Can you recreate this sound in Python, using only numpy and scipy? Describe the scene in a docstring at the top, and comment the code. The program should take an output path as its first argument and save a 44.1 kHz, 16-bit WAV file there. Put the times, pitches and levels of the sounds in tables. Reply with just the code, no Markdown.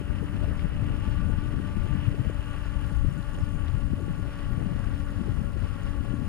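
"""An asphalt path between fields, ridden on a bicycle at an even pace.
Wind buffets the left microphone port and brushes the sheltered right one. The tyre tread hums and
the road roars under it; the left wind and the top of the hum swell with each pedal stroke.
Air hisses, chippings crackle and something small buzzes faintly. Grit ticks now and then,
patches of sand sizzle, and birds call from both sides."""
import sys
import numpy as np
from scipy import signal
from scipy.fft import rfft, irfft, next_fast_len
from scipy.io import wavfile

SR = 44100
rng = np.random.default_rng(int(sys.argv[2]) if len(sys.argv) > 2 else 0)


def to_wav(sig):
    """Store sig (one row per channel, or 1-D mono) as 16-bit WAV at the path in sys.argv[1].

    Samples outside -1..1 are clipped; the rate is SR.
    """
    pcm = np.clip(np.atleast_2d(sig), -1, 1) * 32767
    pcm = np.round(pcm).astype(np.int16)
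    wavfile.write(sys.argv[1], SR, pcm.T)  # frames by channels


N = 276948
TIME = np.arange(N) / SR
SIZE = next_fast_len(N)
FREQS = np.maximum(np.fft.rfftfreq(SIZE, 1 / SR), 1)


def from_db(db):
    """Decibels to gain."""
    return 10 ** (np.asarray(db) / 20)


def unit_power(x):
    """Scale to an RMS of one."""
    return x / np.sqrt(np.mean(np.abs(x) ** 2) + 1e-20)


def in_time(rows):
    """Each column of an automation curve at every sample."""
    times, *columns = np.transpose(rows)
    return np.array([np.interp(TIME, times, c) for c in columns])


def over_hz(rows):
    """Each column of a spectrum at every frequency."""
    hz, *columns = np.transpose(rows)
    return np.array([np.interp(np.log(FREQS), np.log(hz), c) for c in columns])


def colour(x, gain):
    """Filter by a gain per frequency."""
    return irfft(rfft(x, SIZE) * gain, SIZE)[..., :N]


def white(channels):
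    """Unrelated noises of 0 dB per Hz."""
    return rng.standard_normal((channels, N)) * np.sqrt(SR / 2)


def drift(rate_hz):
    """A smooth random wander with an RMS of one."""
    return unit_power(colour(rng.standard_normal(N), 1 / (1 + (FREQS / rate_hz) ** 2)))


def below(edge_hz):
    """The low side of a soft crossover, from 1 down to 0."""
    return 1 / (1 + (FREQS / edge_hz) ** 8)


def resonate(x, hz, width_hz):
    """Two like resonators in series, with unit gain at the peak."""
    r = np.exp(-np.pi * width_hz / SR)
    b = np.array([1, 0, -1]) * (1 - r * r) / 2
    a = [1, -2 * r * np.cos(2 * np.pi * hz / SR), r * r]
    return signal.lfilter(b, a, signal.lfilter(b, a, x + 1e-18) + 1e-18)


def pedal_stroke(peak_s, strokes_per_s=1.25):
    """The rise and fall of the pedalling, between -1 and 1."""
    return np.cos(2 * np.pi * strokes_per_s * (TIME - peak_s))


def eddies(tone, swell_db, steady_hz, flutter_db):
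    """Turbulence of one size: levelled noise rides the swell, with a quick flutter on top."""
    noise = colour(white(channels=1)[0], tone)
    power = colour(noise ** 2, np.exp(-(FREQS / steady_hz) ** 2))
    levelled = noise / np.sqrt(np.maximum(power, 0) + 0.05 * noise.var())
    return noise.std() * unit_power(levelled * from_db(swell_db + flutter_db * drift(31.0)))


# Tone of the wind on each port: freq_hz, left_db, right_db
WIND_TONE = [(12.4, -53, -87), (30, -41.5, -65), (53, -44, -66), (96, -44.5, -61.5), (129.4, -48.5, -61.5),
             (207.6, -55, -65), (248, -57.5, -84), (370, -68, -82), (462, -73, -79), (684, -79.5, -86.5),
             (1490, -106, -110), (4000, -140, -140)]
# Gusts on the exposed port: time_s, large_eddies_db, small_eddies_db
GUST_SWELLS = [(0.0, -5, -1.5), (0.14, 0, -3), (0.23, -5, 3), (0.3, -7, -3.5), (0.42, 2.5, 3),
               (0.5, -1, -2), (0.7, -2.5, -7.5), (0.82, 1, 2.5), (0.92, 0, 1), (1.05, 1, -2),
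               (1.35, 2, -1.5), (1.58, 0, 1), (1.7, -2, 2.5), (1.92, 2.5, 0.5), (2.04, -3.5, -0.5),
               (2.25, -5, -1), (2.4, -4, -3.5), (2.45, -6, -9), (2.52, -3.5, -6.5), (2.6, 1.5, -9.5),
               (2.77, 2.5, -4), (2.87, -6.5, -2.5), (2.99, 5.5, -9), (3.08, 1.5, -2), (3.2, -3, -0.5),
               (3.27, -4, -16), (3.42, 1.5, -4.5), (3.58, -1.5, -4), (3.92, 3, -3), (4.01, -12, 1.5),
               (4.1, 4, 2), (4.15, -6, -2.5), (4.24, -1, 0), (4.32, -4, -7.5), (4.38, -13, -6.5),
               (4.46, 0.5, -5), (4.6, -5.5, -0.5), (5.08, 0.5, -5), (5.22, -4, 1), (5.5, -2.5, -2),
               (5.9, 0, -5.5), (6.0, -3, 0), (6.06, -4.5, -7.5), (6.28, -1.5, 6)]
# Swells on the sheltered port, scaled by lee_depth: time_s, swell_db
LEE_SWELLS = [(0.0, 1), (0.5, 7.5), (0.7, 9), (0.8, 8), (2.2, 3), (2.3, -5), (2.95, -1), (3.2, -7),
              (3.4, 9), (3.55, -8), (4.05, 4.5), (6.28, -2)]
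def wind(middle_share=0.64, lee_depth=0.69, stroke_db=1.0, puff_db=1.66):
    """Eddies of three sizes hit the left port, surging with the pedalling; the right is in the lee."""
    surge_db = stroke_db * pedal_stroke(peak_s=0.58) + puff_db * drift(18.7)
    large_db, small_db = in_time(GUST_SWELLS) + surge_db
    middle_db = large_db + middle_share * (small_db - large_db)
    left, right = from_db(over_hz(WIND_TONE))
    low, high = below(75.4), below(197.6)
    large = eddies(left * np.sqrt(low), large_db, steady_hz=10.0, flutter_db=2.5)
    middle = eddies(left * np.sqrt(np.abs(high - low)), middle_db, steady_hz=39.7, flutter_db=2.5)
    small = eddies(left * np.sqrt(1 - high), small_db, steady_hz=29.6, flutter_db=4.0)
    exposed = from_db(-1.0) * large + from_db(-1.7) * middle + from_db(-2.5) * small
    sheltered = eddies(right, lee_depth * in_time(LEE_SWELLS)[0], steady_hz=2.8, flutter_db=3.5)
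    return np.array([exposed, sheltered])


# Riding speed, as tread blocks meeting the road: time_s, rate_hz
TREAD_RATE = [(0.0, 289.5), (1.35, 290), (1.75, 292), (2.8, 286.5), (3.5, 286.5), (3.9, 284), (4.7, 285),
              (5.3, 281.5), (6.3, 282)]
def rolling_tread(wobble_hz=2.2):
    """Phase of the tread in radians: one cycle per block, at a slightly unsteady rate."""
    rate_hz = in_time(TREAD_RATE)[0] + wobble_hz * drift(22)
    return 2 * np.pi * np.cumsum(rate_hz) / SR


# Partials of the hum: harmonic, left_db, right_db, roughness_share, waver_hz
HUM_PARTIALS = [(1, -44, -50.5, 0.21, 4.2), (2, -53, -60.5, 0.41, 35), (3, -60, -60.5, 0.7, 36),
                (4, -52, -59, 0.47, 52), (5, -54, -65.5, 0.49, 48), (6, -67.5, -62.5, 1, 14)]
# How hard the tread bites, riding the partials above the second: time_s, gain_db
TREAD_BITE = [(0.0, -3), (0.7, -3.5), (1.1, 1), (1.33, 1), (1.55, -2), (1.9, 2.5), (2.13, -3.5), (2.35, -2),
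              (2.6, 2.5), (2.95, 2), (3.05, -3), (3.2, 0.5), (3.65, 0), (3.9, -2), (4.45, 0), (4.85, -1.5),
              (5.4, -3), (6.0, 0), (6.3, -2)]
def tread_hum(phase, stroke_db=0.5):
    """Blocks drum out a tone; the uneven road smears it, and its upper partials swell with each push."""
    bite_db = in_time(TREAD_BITE)[0] + stroke_db * pedal_stroke(peak_s=0.3)
    out = np.zeros((2, N))
    for harmonic, left_db, right_db, rough, waver_hz in HUM_PARTIALS:
        waver = np.sqrt(1 - rough) + np.sqrt(rough / 2) * (drift(waver_hz) + 1j * drift(waver_hz))
        partial = np.sqrt(2) * np.real(waver * np.exp(1j * harmonic * phase))
        swell = from_db(bite_db * (harmonic > 2))
        out += from_db([[left_db], [right_db]]) * swell * partial
    return out


# Tone of tyres on asphalt: freq_hz, left_db, right_db
ROAD_TONE = [(150, -76.5, -71), (440, -80.5, -79), (766, -83.5, -86.5), (980, -82.5, -86.5),
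             (1310, -81.5, -82.5), (1600, -80.5, -84.5), (1920, -86, -80.5), (2320, -91.5, -92.5),
             (2904, -81, -86.5), (3204, -87, -90), (3880, -97, -106), (5230, -97.5, -106.5),
             (6000, -106, -109), (10600, -120, -125)]
# Narrow resonances in that tone: centre_hz, width_hz, gain_db
ROAD_RINGS = [(1720, 53, -2.5), (2340, 33, 8.5), (2430, 43, 2), (2616, 80, 3), (4070, 95, 3),
              (4870, 140, 1.5)]
# How alike the two ports hear the road: freq_hz, correlation
ROAD_LIKENESS = [(500, 0.068), (800, 0.32), (1200, 0.79), (2900, 0.94), (4000, 0.45), (5500, 0.97),
                 (7000, 0.15)]
# The road reaches the left port first: freq_hz, lead_rad
ROAD_LEAD = [(600, 1.6), (1400, 0.35), (1750, 0.5), (2300, 1), (3300, 2.6), (4600, 6.96), (6400, 9.3)]
# Band swells as the surface changes, before depth scaling: time_s, scrub_db, rasp_db, fizz_db
SURFACE_SWELLS = [(0.0, -2, 4, 0.5), (0.25, 2, -3, -0.5), (0.45, 0.5, 2.5, 1.5), (0.55, 4, -4, 0),
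                  (0.6, -0.5, 0, 3.5), (0.65, 2.5, 0.5, -0.5), (1.05, 1.5, 6.5, 2.0), (1.15, -1, 1.5, 1.5),
                  (1.35, -0.5, -0.5, -0.5), (1.45, -1.5, 2.5, 3), (1.5, 0.5, -4, 0), (1.7, 0.5, 2.5, 2),
                  (1.75, -2, 1, 1), (2.05, 1.5, 7.5, 1), (2.15, 0.5, 1, 1.5), (2.4, 1, -0.5, 0.5),
                  (2.5, 1, 5.5, 1), (2.65, 0.5, -1.5, 2.5), (2.75, -2.5, 4.5, -0.5), (2.9, 1.5, -3, 3),
                  (3.0, -3.5, -1, -1.5), (3.35, 0, -4.5, 2), (3.5, -6.5, 1, 0), (3.6, -1, 0.5, -1),
                  (3.7, 0.5, -0.5, 2.0), (3.75, -2.5, 0.5, 0.5), (4.05, -4.5, -4, -1), (4.15, 2.0, -3, 2),
                  (4.2, -3, -3.5, 0), (4.35, 0, -1, 2), (4.65, -0.5, -2.5, 0.5), (4.9, 1.5, -2, 0.5),
                  (5.0, -2, -1, 2.5), (5.05, -0.5, -7, -1.5), (5.15, 1, -3.5, 2.5),
                  (5.45, -0.5, -4.5, -0.5), (5.55, -3, -5, 0), (5.65, 0.5, -3, 2.5), (5.8, 1.5, -1.0, 0.5),
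                  (5.85, 1, -6, 2.5), (6.0, -1.5, -5, 0), (6.05, -1.5, -3.5, 2), (6.2, -3, -2, -1.5),
                  (6.27, -2, -2, 2)]
def road(phase, pumping_db=4.0, grain_db=1.0, roar_depth=0.97, fizz_depth=1.4):
    """Air is squeezed from the tread, one puff per block: low roar, scrub, rasp and a thin top fizz."""
    alike = np.clip(over_hz(ROAD_LIKENESS)[0], 0, 1)
    right_lag = np.exp(-1j * over_hz(ROAD_LEAD) * [[0], [1]])
    shared = colour(white(channels=1), np.sqrt(alike) * right_lag)
    noise = shared + colour(white(channels=2), np.sqrt(1 - alike))
    puffs_db = pumping_db * np.cos(phase) + grain_db * drift(41)
    rings_db = sum(db / (1 + (2 * (FREQS - hz) / width) ** 2) for hz, width, db in ROAD_RINGS)
    tone = from_db(over_hz(ROAD_TONE) + rings_db)
    scrub_db, rasp_db, fizz_db = in_time(SURFACE_SWELLS)
    low, middle, high = below(1500), below(2260), below(3100)
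    bands = [(roar_depth * scrub_db, low), (scrub_db, middle - low),
             (rasp_db, high - middle), (fizz_depth * fizz_db, 1 - high)]
    return sum(colour(noise * unit_power(from_db(swell_db + puffs_db)), tone * band)
               for swell_db, band in bands)


# Airy top end, coloured by each port: freq_hz, left_db, right_db
HISS_TONE = [(3500, -115, -115), (6200, -108, -110.5), (7100, -104, -105), (7900, -106, -112),
             (8900, -97.5, -112.5), (9850, -97, -112.5), (10600, -106, -117), (12000, -108.3, -112.3),
             (13800, -110.8, -116), (14950, -104.5, -120), (15800, -111, -132)]
def air_hiss():
    """Fine, slightly grainy hiss of air, unrelated at the two ports."""
    grain_db = 1.2 * drift(200) + 0.4 * drift(3)
    return colour(white(channels=2) * unit_power(from_db(grain_db)), from_db(over_hz(HISS_TONE)))


# Fader ride on the buzz: time_s, gain_db
BUZZ_RIDE = [(0.0, -4), (1.2, -3), (2.5, 1.5), (3.4, 2), (4.2, -0.5), (6.28, -0.5)]
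# Bright modes rung by its ticks: pitch_hz, width_hz, level_db
BUZZ_MODES = [(6830, 520, -71), (7400, 700, -78), (9400, 1500, -70.5)]
def buzz(phase, rate_hz=96.0, decay_s=0.0025, accents_db=(0, -1, -7, -2, -6), wheel_db=2.0):
    """Tiny ticks on the left, accented in fives and coming in flurries as the wheel turns."""
    flurry_db = 1.4 * drift(16)
    wheel = np.cos(phase / 60 - 2 * np.pi * 0.15)   # 60 tread blocks to a turn
    count = TIME * rate_hz
    accent_db = np.array(accents_db)[count.astype(int) % len(accents_db)]
    strength = from_db(in_time(BUZZ_RIDE)[0] + accent_db + flurry_db + wheel_db * wheel)
    ticks = rng.standard_normal(N) * np.exp(-(count % 1) / rate_hz / decay_s) * strength
    rings = sum(from_db(db) * unit_power(resonate(ticks, hz, width)) for hz, width, db in BUZZ_MODES)
    return rings * from_db([[0], [-16]])


def crackle(per_s, hz, width_hz, spread_db):
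    """Grains of uneven size snap at random moments; unit power."""
    sizes = from_db(spread_db * np.minimum(rng.exponential(1, N), 3.5)) * rng.choice([-1, 1], N)
    snaps = rng.random(N) < per_s / SR
    return unit_power(resonate(snaps * sizes, hz, width_hz))


def chippings(left_db=-74.5, right_db=-82.5):
    """Coarse chippings snap faintly under the tyres all along the path."""
    return from_db([[left_db], [right_db]]) * crackle(per_s=45, hz=3930, width_hz=3200, spread_db=1.0)


# Single vortices slapping the exposed port: centre_s, level_db, pitch_hz, length_cycles
VORTEX_SLAPS = [(0.014, -20.5, 282, 0.79), (0.15, -21, 69, 1.1), (0.217, -18.5, 171, 1.4),
                (0.229, -26.5, 420, 2.2), (0.368, -24, 250, 1.6), (0.43, -33, 600, 4),
                (0.443, -27, 624, 2.8), (0.449, -18, 69, 1.04), (0.652, -14.5, 155, 1.6),
                (0.825, -15, 114, 1.1), (1.079, -20, 218, 1.1), (1.343, -24, 63, 1.6),
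                (1.387, -15.5, 141, 0.96), (1.601, -20, 262, 1), (1.649, -25, 234, 1.2),
                (1.773, -18, 220, 1), (1.912, -14.5, 149, 1.4), (1.946, -28.5, 277, 3.8),
                (2.082, -8.5, 105, 1.36), (2.147, -27.5, 376, 1.7), (2.205, -13.5, 125, 2.3),
                (2.28, -14.5, 61.6, 0.92), (2.299, -19.5, 400, 1.03), (2.397, -14, 69.6, 0.74),
                (2.76, -17.5, 49.7, 1.45), (3.049, -17, 190, .7), (3.085, -16.5, 127, 1.2),
                (3.19, -16, 140, 0.72), (3.434, -14, 101, 1.23), (3.747, -11.5, 104, 1.3),
                (3.917, -16.5, 109, 1.3), (3.935, -13, 202, 0.88), (4.005, -23, 327, 1.2),
                (4.026, -23.5, 288, 1.5), (4.082, -20.5, 268, 1.06), (4.111, -19.5, 148, 1.6),
                (4.583, -16, 127, 1.1), (4.668, -21, 187, 1.8), (4.716, -15, 136, 1.2),
                (4.806, -20.5, 200, 1.6), (5.198, -19.5, 200, 1.2), (5.215, -16.5, 208, 1.2),
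                (5.285, -21.5, 340, 1.3), (5.3, -14.5, 110, 1.5), (5.39, -16.5, 70, 1),
                (5.417, -13, 156, 1.04), (5.99, -15, 59, 0.98), (6.009, -22.5, 230, 1.3),
                (6.141, -16.5, 222, 1.4)]
def buffets(port_hz=800):
    """A passing vortex swings the pressure for a cycle or a few; the port rounds off the sharpest."""
    out = np.zeros(N)
    for centre_s, db, hz, cycles in VORTEX_SLAPS:
        turns = (TIME - centre_s) * hz
        near = np.abs(turns) < 4 * cycles
        spread = (np.pi * cycles) ** 2
        swing = (1 - 2j * np.pi * turns[near] / spread) ** -(spread + 1)   # a bell-shaped wave packet
        out[near] += from_db(db) * np.real(swing * np.exp(2j * np.pi * rng.random()))
    return colour(out, np.sqrt(below(port_hz))) * from_db([[-1], [-26]])


# Sharp ticks of grit: start_s, level_db, pitch_hz, decay_s
GRIT_TICKS = [(0.593, -38, 2130, 0.0033), (.829, -61, 3600, .004), (2.065, -41, 2700, .004),
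              (2.812, -55, 10200, .005), (2.88, -50, 11500, .003), (2.953, -53, 11500, .005),
              (3.102, -60, 12000, .004), (3.226, -49, 3900, .003), (3.678, -42, 2190, 0.0043),
              (3.681, -45, 3700, .003), (3.819, -58, 3900, .004), (4.521, -52, 11500, .002),
              (6.197, -51, 3920, .004)]
def grit(width_share=0.55):
    """Each grain cracks briefly under the tyre, louder on the left."""
    out, age = np.zeros((2, N)), TIME[:SR // 20]
    for start_s, db, hz, decay_s in GRIT_TICKS:
        burst = rng.standard_normal((2, len(age))) * np.exp(-age / decay_s)
        crack = resonate(burst, hz, width_share * hz)
        at = round(start_s * SR)
        out[:, at:at + len(age)] += (from_db(db) * crack / np.abs(crack).max())[:, :N - at]
    return out * from_db([[3], [-5]])


# Patches of fine sand: centre_s, half_length_s, level_db
SAND_PATCHES = [(2.85, .48, -80), (3.33, .12, -81), (4.42, .16, -77)]
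def sand():
    """Tiny grains sizzle while the tyres cross each patch."""
    patches = sum(from_db(db) * np.exp(-((TIME - centre_s) / half_s) ** 4)
                  for centre_s, half_s, db in SAND_PATCHES)
    grains = np.array([crackle(per_s=170, hz=10400, width_hz=7400, spread_db=1.5) for port in range(2)])
    return patches * grains * from_db([[0], [-6]])


# Bird chirps: start_s, length_s, start_hz, middle_hz, end_hz, level_db, left_minus_right_db
BIRD_NOTES = [(3.06, .06, 5150, 5350, 5300, -68, 8), (3.4, .042, 5400, 5200, 5050, -61.5, 10),
              (4.995, .042, 6000, 5300, 4650, -65.5, -10), (5.17, .05, 6100, 7000, 6600, -74, -18),
              (5.298, .088, 4950, 6250, 5000, -70, -18)]
def birds(flutter_db=3):
    """Thin whistles that fall or arch, fluttering on their way from either side of the path."""
    out = np.zeros((2, N))
    for start_s, length_s, start_hz, middle_hz, end_hz, db, pan_db in BIRD_NOTES:
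        along = np.clip((TIME - start_s) / length_s, 0, 1)
        hz = np.polyval(np.polyfit([0, 0.5, 1], [start_hz, middle_hz, end_hz], 2), along)
        envelope = np.sqrt(np.abs(np.sin(np.pi * along)))
        sides = from_db(db + np.minimum([[pan_db], [-pan_db]], 0))
        out += sides * envelope * np.sin(2 * np.pi * np.cumsum(hz) / SR)
    return out * unit_power(from_db(flutter_db * drift(90)))


def scene():
    """One rolling tread drives the hum, the road noise and the swell of the buzz; wind lies on top."""
    phase = rolling_tread()
    return (wind() + buffets() + tread_hum(phase) + road(phase) + air_hiss() + buzz(phase)
            + grit() + chippings() + sand() + birds())


def record(dry, low_cut_hz=8, high_cut_hz=15750):
    """The lowest rumble is blocked and the top is cut steeply."""
    dry = signal.sosfilt(signal.butter(1, low_cut_hz, "high", fs=SR, output="sos"), dry)
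    return colour(dry, 1 / np.sqrt(1 + (FREQS / high_cut_hz) ** 240))


dry = scene()
out = record(dry)
to_wav(out)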